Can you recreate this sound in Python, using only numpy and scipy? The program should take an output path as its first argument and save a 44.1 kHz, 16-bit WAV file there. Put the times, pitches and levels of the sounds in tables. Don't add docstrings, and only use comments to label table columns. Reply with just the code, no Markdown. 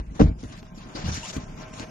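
import sys
import numpy as np
from scipy import signal
from scipy.fft import rfft, irfft
from scipy.io import wavfile
from scipy.ndimage import uniform_filter1d

SR = 44100
rng = np.random.default_rng(int(sys.argv[2]) if len(sys.argv) > 2 else 0)


def to_wav(s):
    ch = np.atleast_2d(s).T
    pcm = np.round(np.clip(ch, -1, 1) * 32767)
    wavfile.write(sys.argv[1], SR, pcm.astype(np.int16))


def level_to_linear(level):
    exponent = np.asarray(level, float) / 20
    return 10 ** exponent


N = 83790
LAG_SAMPLES = 18
SHELF_HZ = 7090


def level(x, db):
    return x * level_to_linear(db) / np.sqrt(np.mean(x ** 2))


def band(x, hz, width):
    return signal.lfilter(*signal.iirpeak(min(hz, .45 * SR), hz / width, fs=SR), x)


def walk(rate):
    hold = int(SR / rate)
    steps = np.repeat(rng.standard_normal(N // hold + 1), hold)
    return 1.2 * uniform_filter1d(uniform_filter1d(steps, hold), hold)[:N]


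def ports(x, pan_db=0.):
    return np.array([x * level_to_linear(pan_db / 2), np.roll(x, LAG_SAMPLES) * level_to_linear(-pan_db / 2)])


def gate(start, length, attack, release):
    t = np.arange(N) / SR - start
    rise = np.sin(np.pi / 2 * np.clip(t / attack + .5, 0, 1)) ** 2
    return rise * np.exp(-np.clip(t - length, 0, None) / release * 2)


def bands(table, source, shared, flicker_db, extra_db):
    out, table = 0, np.array(table)
    octaves = np.log2(table[-1, 0] / table[0, 0])
    for hz in table[0, 0] * 2 ** np.arange(.2, octaves, 1 / 3):
        share = np.clip(shared(hz), 0, 1)
        common = np.sqrt(share) * ports(source())
        both = common + np.sqrt(1 - share) * np.array([source(), source()])
        noise = band(band(both, hz, hz / 3), hz, hz / 3) / np.sqrt(hz / 1000)
        db = np.interp(np.log(hz), np.log(table[:, 0]), table[:, 1]) + 10 * np.log10(hz / 1000)
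        flicker = flicker_db * (1 + hz / 12000) * walk(35.14)
        out = out + level_to_linear(db + flicker) * extra_db(hz) * noise
    return out


def cabin():
    # (frequency [Hz], density [dB per Hz])
    rumble = [(25, 22.5), (45, -4.5), (190, 3.5), (370, -17), (900, -23.5), (1600, -29), (6800, -44),
              (12800, -32.5)]
    # (time [s], level [dB])
    hand = [
        (0, -6),
        (.16, 4),
        (0.349, 0),
        (0.551, 0.5),
        (0.702, -4.5),
        (0.899, -2),
        (1.1, 8.5),
        (1.298, -5),
        (1.501, 0),
        (1.9, -3),
    ]
    s, db = np.array(hand).T
    unrest = np.interp(np.arange(N) / SR, s, db)

    def swell(hz):
        return level_to_linear(unrest * np.clip(1.3 - hz / 300, 0, 1) + 1.8 * walk(5))

    noise = bands(rumble, lambda: rng.standard_normal(N), lambda hz: 1.05 - hz / 2500, 3.43, swell)
    return level(noise, -39)


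def motor():
    # (time [s], level [dB])
    effort = [
        (0, -67),
        (.9, -54.5),
        (1.1, -50.5),
        (1.4, -48),
        (1.55, -53),
        (1.629, -44.5),
        (1.72, -47),
        (1.8, -46),
        (1.9, -47),
    ]
    # (frequency [Hz], bandwidth [Hz], level [dB])
    panel = [(400, 120, -8), (632, 22, 5), (735, 30, -2), (870, 40, -5), (1048, 28, 0), (1350, 120, -10),
             (1570, 50, -6), (2400, 1200, -16), (5500, 3500, -21)]
    commutator_hz, roughness = 104.3, 0.87
    phase = np.cumsum(commutator_hz * (1 + 0.0084 * walk(7.1))) / SR
    pulses = level(np.diff(np.floor(phase), prepend=0), 0)
    brush = 0.89 * rng.standard_normal(N) + 0.86 * rng.standard_normal((2, N))
    drive = pulses + 4 * roughness * brush
    hum = sum(level_to_linear(db + 1.1 * walk(13)) * band(band(drive, hz, w), hz, 3 * w) for hz, w, db in panel)
    s, db = np.array(effort).T
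    return level(hum, 0) * level_to_linear(np.interp(np.arange(N) / SR, s, db))


def squeaks():
    # (time [s], length [s], start pitch [Hz], end pitch [Hz], level [dB])
    glides = [(1.072, .008, 1600, 1620, -48), (1.055, .035, 2800, 3000, -51),
              (1.134, .016, 3200, 2900, -46), (1.232, .014, 900, 920, -44), (1.228, .022, 2650, 3050, -46),
              (1.247, .028, 950, 1300, -47), (1.253, .022, 2150, 2650, -46), (1.352, .02, 2300, 2450, -49),
              (.958, .012, 2050, 2050, -51), (1.15, .024, 2900, 1800, -49), (1.296, .012, 2900, 2650, -49),
              (1.118, .018, 4700, 4200, -48), (1.125, .022, 3700, 3500, -50),
              (1.255, .025, 3200, 3800, -51), (1.09, .012, 1600, 1600, -48), (1.37, .012, 1000, 1200, -48),
              (.098, .012, 2000, 2050, -62)]
    out, t = 0, np.arange(N) / SR
    for s, n, hz0, hz1, db in glides:
        hz = np.interp(t, [s, s + n], [hz0, hz1]) * (1 + .022 * walk(400))
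        loudness = level_to_linear(db + 2 + 4 * walk(200)) * gate(s, n, .007, .006)
        out = out + loudness * np.sin(2 * np.pi * np.cumsum(hz) / SR)
    return np.outer(level_to_linear([1.5, -1.5]), out)


def sleeve():
    # (time [s], length [s], level [dB], tilt [dB per octave])
    rubs = [(0, 0.0042, -53.5, -4.5), (0.107, 0.039, -61, 0), (0.149, 0.093, -52.5, -0.5),
            (0.197, 0.02, -37, -7), (0.213, 0.029, -45.5, -0.5), (0.244, 0.042, -50.5, -3.5),
            (0.28, 0.041, -65.5, -7), (0.385, 0.055, -58, 4.5), (0.425, 0.034, -51, -0.5),
            (0.467, 0.085, -55.5, 0), (0.518, 0.038, -52, 0), (0.563, 0.037, -54, 2.5),
            (0.622, 0.012, -61.5, -4), (0.646, 0.042, -65, 1), (0.746, 0.036, -60.5, 7),
            (0.778, 0.098, -52.5, 0), (0.885, 0.065, -54, -1.5), (0.951, 0.083, -43, -1),
            (1.041, 0.065, -40.5, 0), (1.116, 0.061, -40, 2), (1.181, 0.11, -44, 2.5),
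            (1.238, 0.072, -40.5, 4), (1.326, 0.045, -40, 1.5), (1.371, 0.073, -53.5, -2),
            (1.461, 0.12, -58.5, -2.5), (1.572, 0.073, -53, -2), (1.733, 0.089, -48.5, 0.5),
            (1.787, 0.052, -45.5, -1.5)]
    # (frequency [Hz], density [dB per Hz])
    cloth = [(250, 1), (700, 0.5), (1450, -4), (2400, -5), (4100, -8.5), (6700, -7.5), (8500, -9),
             (12800, -24)]
    attack_s, release_s = .013, .02
    grain_db, flicker_db, shared, pan_db = 2.5, 2.6, .35, 2.2
    shapes = np.array([gate(s, n, attack_s, release_s) for s, n, _, _ in rubs])
    db, tilt = np.array(rubs)[:, 2:].T

    def grains():
        return rng.standard_normal(N) * level_to_linear(grain_db * rng.exponential(size=N))

    def strokes(hz):
        return np.sqrt(level_to_linear(2 * (db + tilt * np.log2(hz / 3500))) @ shapes ** 2)

    gain = level_to_linear(8.5 + np.array([[.5], [-.5]]) * pan_db + 1.05 * walk(89.4))
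    return gain * bands(cloth, grains, lambda hz: shared, flicker_db, strokes)


def ticks():
    # (time [s], level [dB], centre frequency [Hz])
    snaps = [(.197, -31, 2480), (.2025, -25.5, 1540), (0.2098, -25, 910), (0.437, -38, 3600),
             (0.5239, -36, 3970), (0.577, -43, 4440), (.592, -42, 4500), (.629, -35, 790),
             (0.667, -38.5, 900), (.959, -41, 2530), (1.365, -26, 2290), (1.738, -46, 4000),
             (1.797, -28, 3030)]
    t60_s = .016
    out, t = np.zeros(N), np.arange(SR // 20) / SR
    for s, db, hz in snaps:
        burst = rng.standard_normal(len(t)) * np.exp(-np.log(1000) * t / t60_s)
        i = int(s * SR)
        out[i:i + len(t)] += level_to_linear(db) * band(burst, hz, 2.4 * hz)
    return np.outer(level_to_linear([1.2, -1.2]), out)


def blows():
    # (time [s], level [dB], jolt pitch [Hz])
    jolts = [(-.005, -20.5, 47.4), (0.198, -12.5, 450), (0.203, 1.5, 419), (0.2071, -6.5, 319),
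             (0.2164, 1, 250), (.221, -2.5, 128), (0.2419, -6, 142), (0.2554, -5, 150),
             (0.279, -11.5, 69.4), (0.297, -20.5, 198), (0.313, -14.5, 150), (0.365, -30.5, 64),
             (0.4327, -24, 333), (.444, -24, 276), (0.95, -24.5, 320), (0.972, -31, 178),
             (1.039, -20.5, 123), (1.061, -20, 136), (1.072, -21, 82.6), (1.086, -18.5, 125),
             (1.101, -20.5, 112), (1.114, -22.5, 115), (1.14, -23.5, 120), (1.173, -23.5, 185),
             (1.365, -16.5, 292), (1.3794, -17, 190), (1.435, -29, 153), (1.733, -28.5, 202),
             (1.8, -25.5, 250), (1.829, -26, 236), (.234, -14.5, 393), (.268, -18.5, 335),
             (.291, -21.5, 420), (.07, -26.5, 49.4), (.11, -29.5, 69.4), (.451, -25.5, 129), (.5, -34, 190),
             (0.53, -36, 203), (.62, -31.5, 150), (.775, -32, 260), (1.093, -25, 150), (1.127, -28, 100),
             (1.152, -28.5, 110), (1.387, -23.5, 171), (1.52, -32.5, 260)]
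    # (frequency [Hz], level [dB], decay time T60 [s])
    case = [(54.4, 2, .12), (79.3, -7.5, 0.088), (100, 4, 0.056), (150, -5, 0.064), (202.4, -4, 0.069),
            (250, 4, 0.046), (295.5, 1, 0.087), (450, 1, 0.055), (626, 1.5, 0.069), (850, -13, 0.06),
            (1320, -31, .02)]
    # (frequency [Hz], left minus right [dB])
    case_pan = [(60, .6), (200, -.5), (350, 1.5), (640, 4.5), (1300, 2.5)]
    scatter_db = 3
    out, scatter = np.zeros((2, N)), rng.standard_normal((len(jolts), len(case)))
    t = np.arange(SR // 4) / SR
    push_t = t[:SR // 30]
    pans = np.interp(np.array(case)[:, 0], *np.array(case_pan).T)
    for (s, db, jolt_hz), chance in zip(jolts, scatter):
        push = np.sin(2 * np.pi * np.clip(push_t * jolt_hz, 0, 1)) * np.exp(-1.5 * push_t * jolt_hz)
        ring = 0
        for (hz, g, t60), pan, c in zip(case, pans, chance):
            tone = np.sin(2 * np.pi * hz * (1 + 0.014 * c) * t) * np.exp(-np.log(1000) * t / t60)
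            ring = ring + np.outer(level_to_linear([pan / 2, -pan / 2]), level_to_linear(g + scatter_db * c) * tone)
        hit = signal.fftconvolve(ring, push[None])[:, :len(t)]
        hit = level_to_linear(db) * hit / np.abs(hit).max()
        i = int(s * SR)
        out[:, max(i, 0):i + len(t)] += hit[:, max(-i, 0):N - i]
    return np.array([out[0], np.roll(out[1], LAG_SAMPLES)])


def scene():
    return cabin() + motor() + squeaks() + sleeve() + ticks() + blows()


def starve(x):
    # (frequency [Hz], share [0-1])
    starved = [(1600, 0), (2500, .07), (4600, .24), (6500, .1), (8200, .6), (12000, .78)]
    hole_band_hz, hole_db, quiet_bias = 420, -28, .35
    hz, _, z = signal.stft(x, SR, nperseg=1024)
    chance = rng.standard_normal((int(SR / 2 / hole_band_hz) + 1, z.shape[-1]))
    loudness = np.log(np.abs(z[:, hz > 1500]).mean(axis=(0, 1)) + 1e-9)
    band_hz = np.arange(len(chance))[:, None] * hole_band_hz
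    score = uniform_filter1d(chance, size=4) + quiet_bias * loudness * (band_hz < SHELF_HZ)
    rank = score.argsort().argsort() / z.shape[-1]
    holes = rank[(hz / hole_band_hz).astype(int)] < np.interp(hz, *np.array(starved).T)[:, None]
    return signal.istft(z * np.where(holes, level_to_linear(hole_db), 1), SR, nperseg=1024)[1][:, :N]


def top_cut(x):
    return signal.sosfilt(signal.butter(12, 12940, fs=SR, output="sos"), x)


def record(dry):
    rumble_cut_hz, shelf_db, top_hz, ceiling = 40.6, -8.5, 13000, 0.94
    x = signal.sosfilt(signal.butter(2, rumble_cut_hz, "high", fs=SR, output="sos"), dry)
    hz = np.arange(N // 2 + 1) * SR / N
    shelf = level_to_linear(shelf_db * np.clip((hz - SHELF_HZ) / 500, 0, 1))
    x = irfft(rfft(x) * shelf * (hz < top_hz), N)
    mix = starve(ceiling * np.tanh(x / ceiling))
    return top_cut(mix)


dry = scene()
out = record(dry)
to_wav(out)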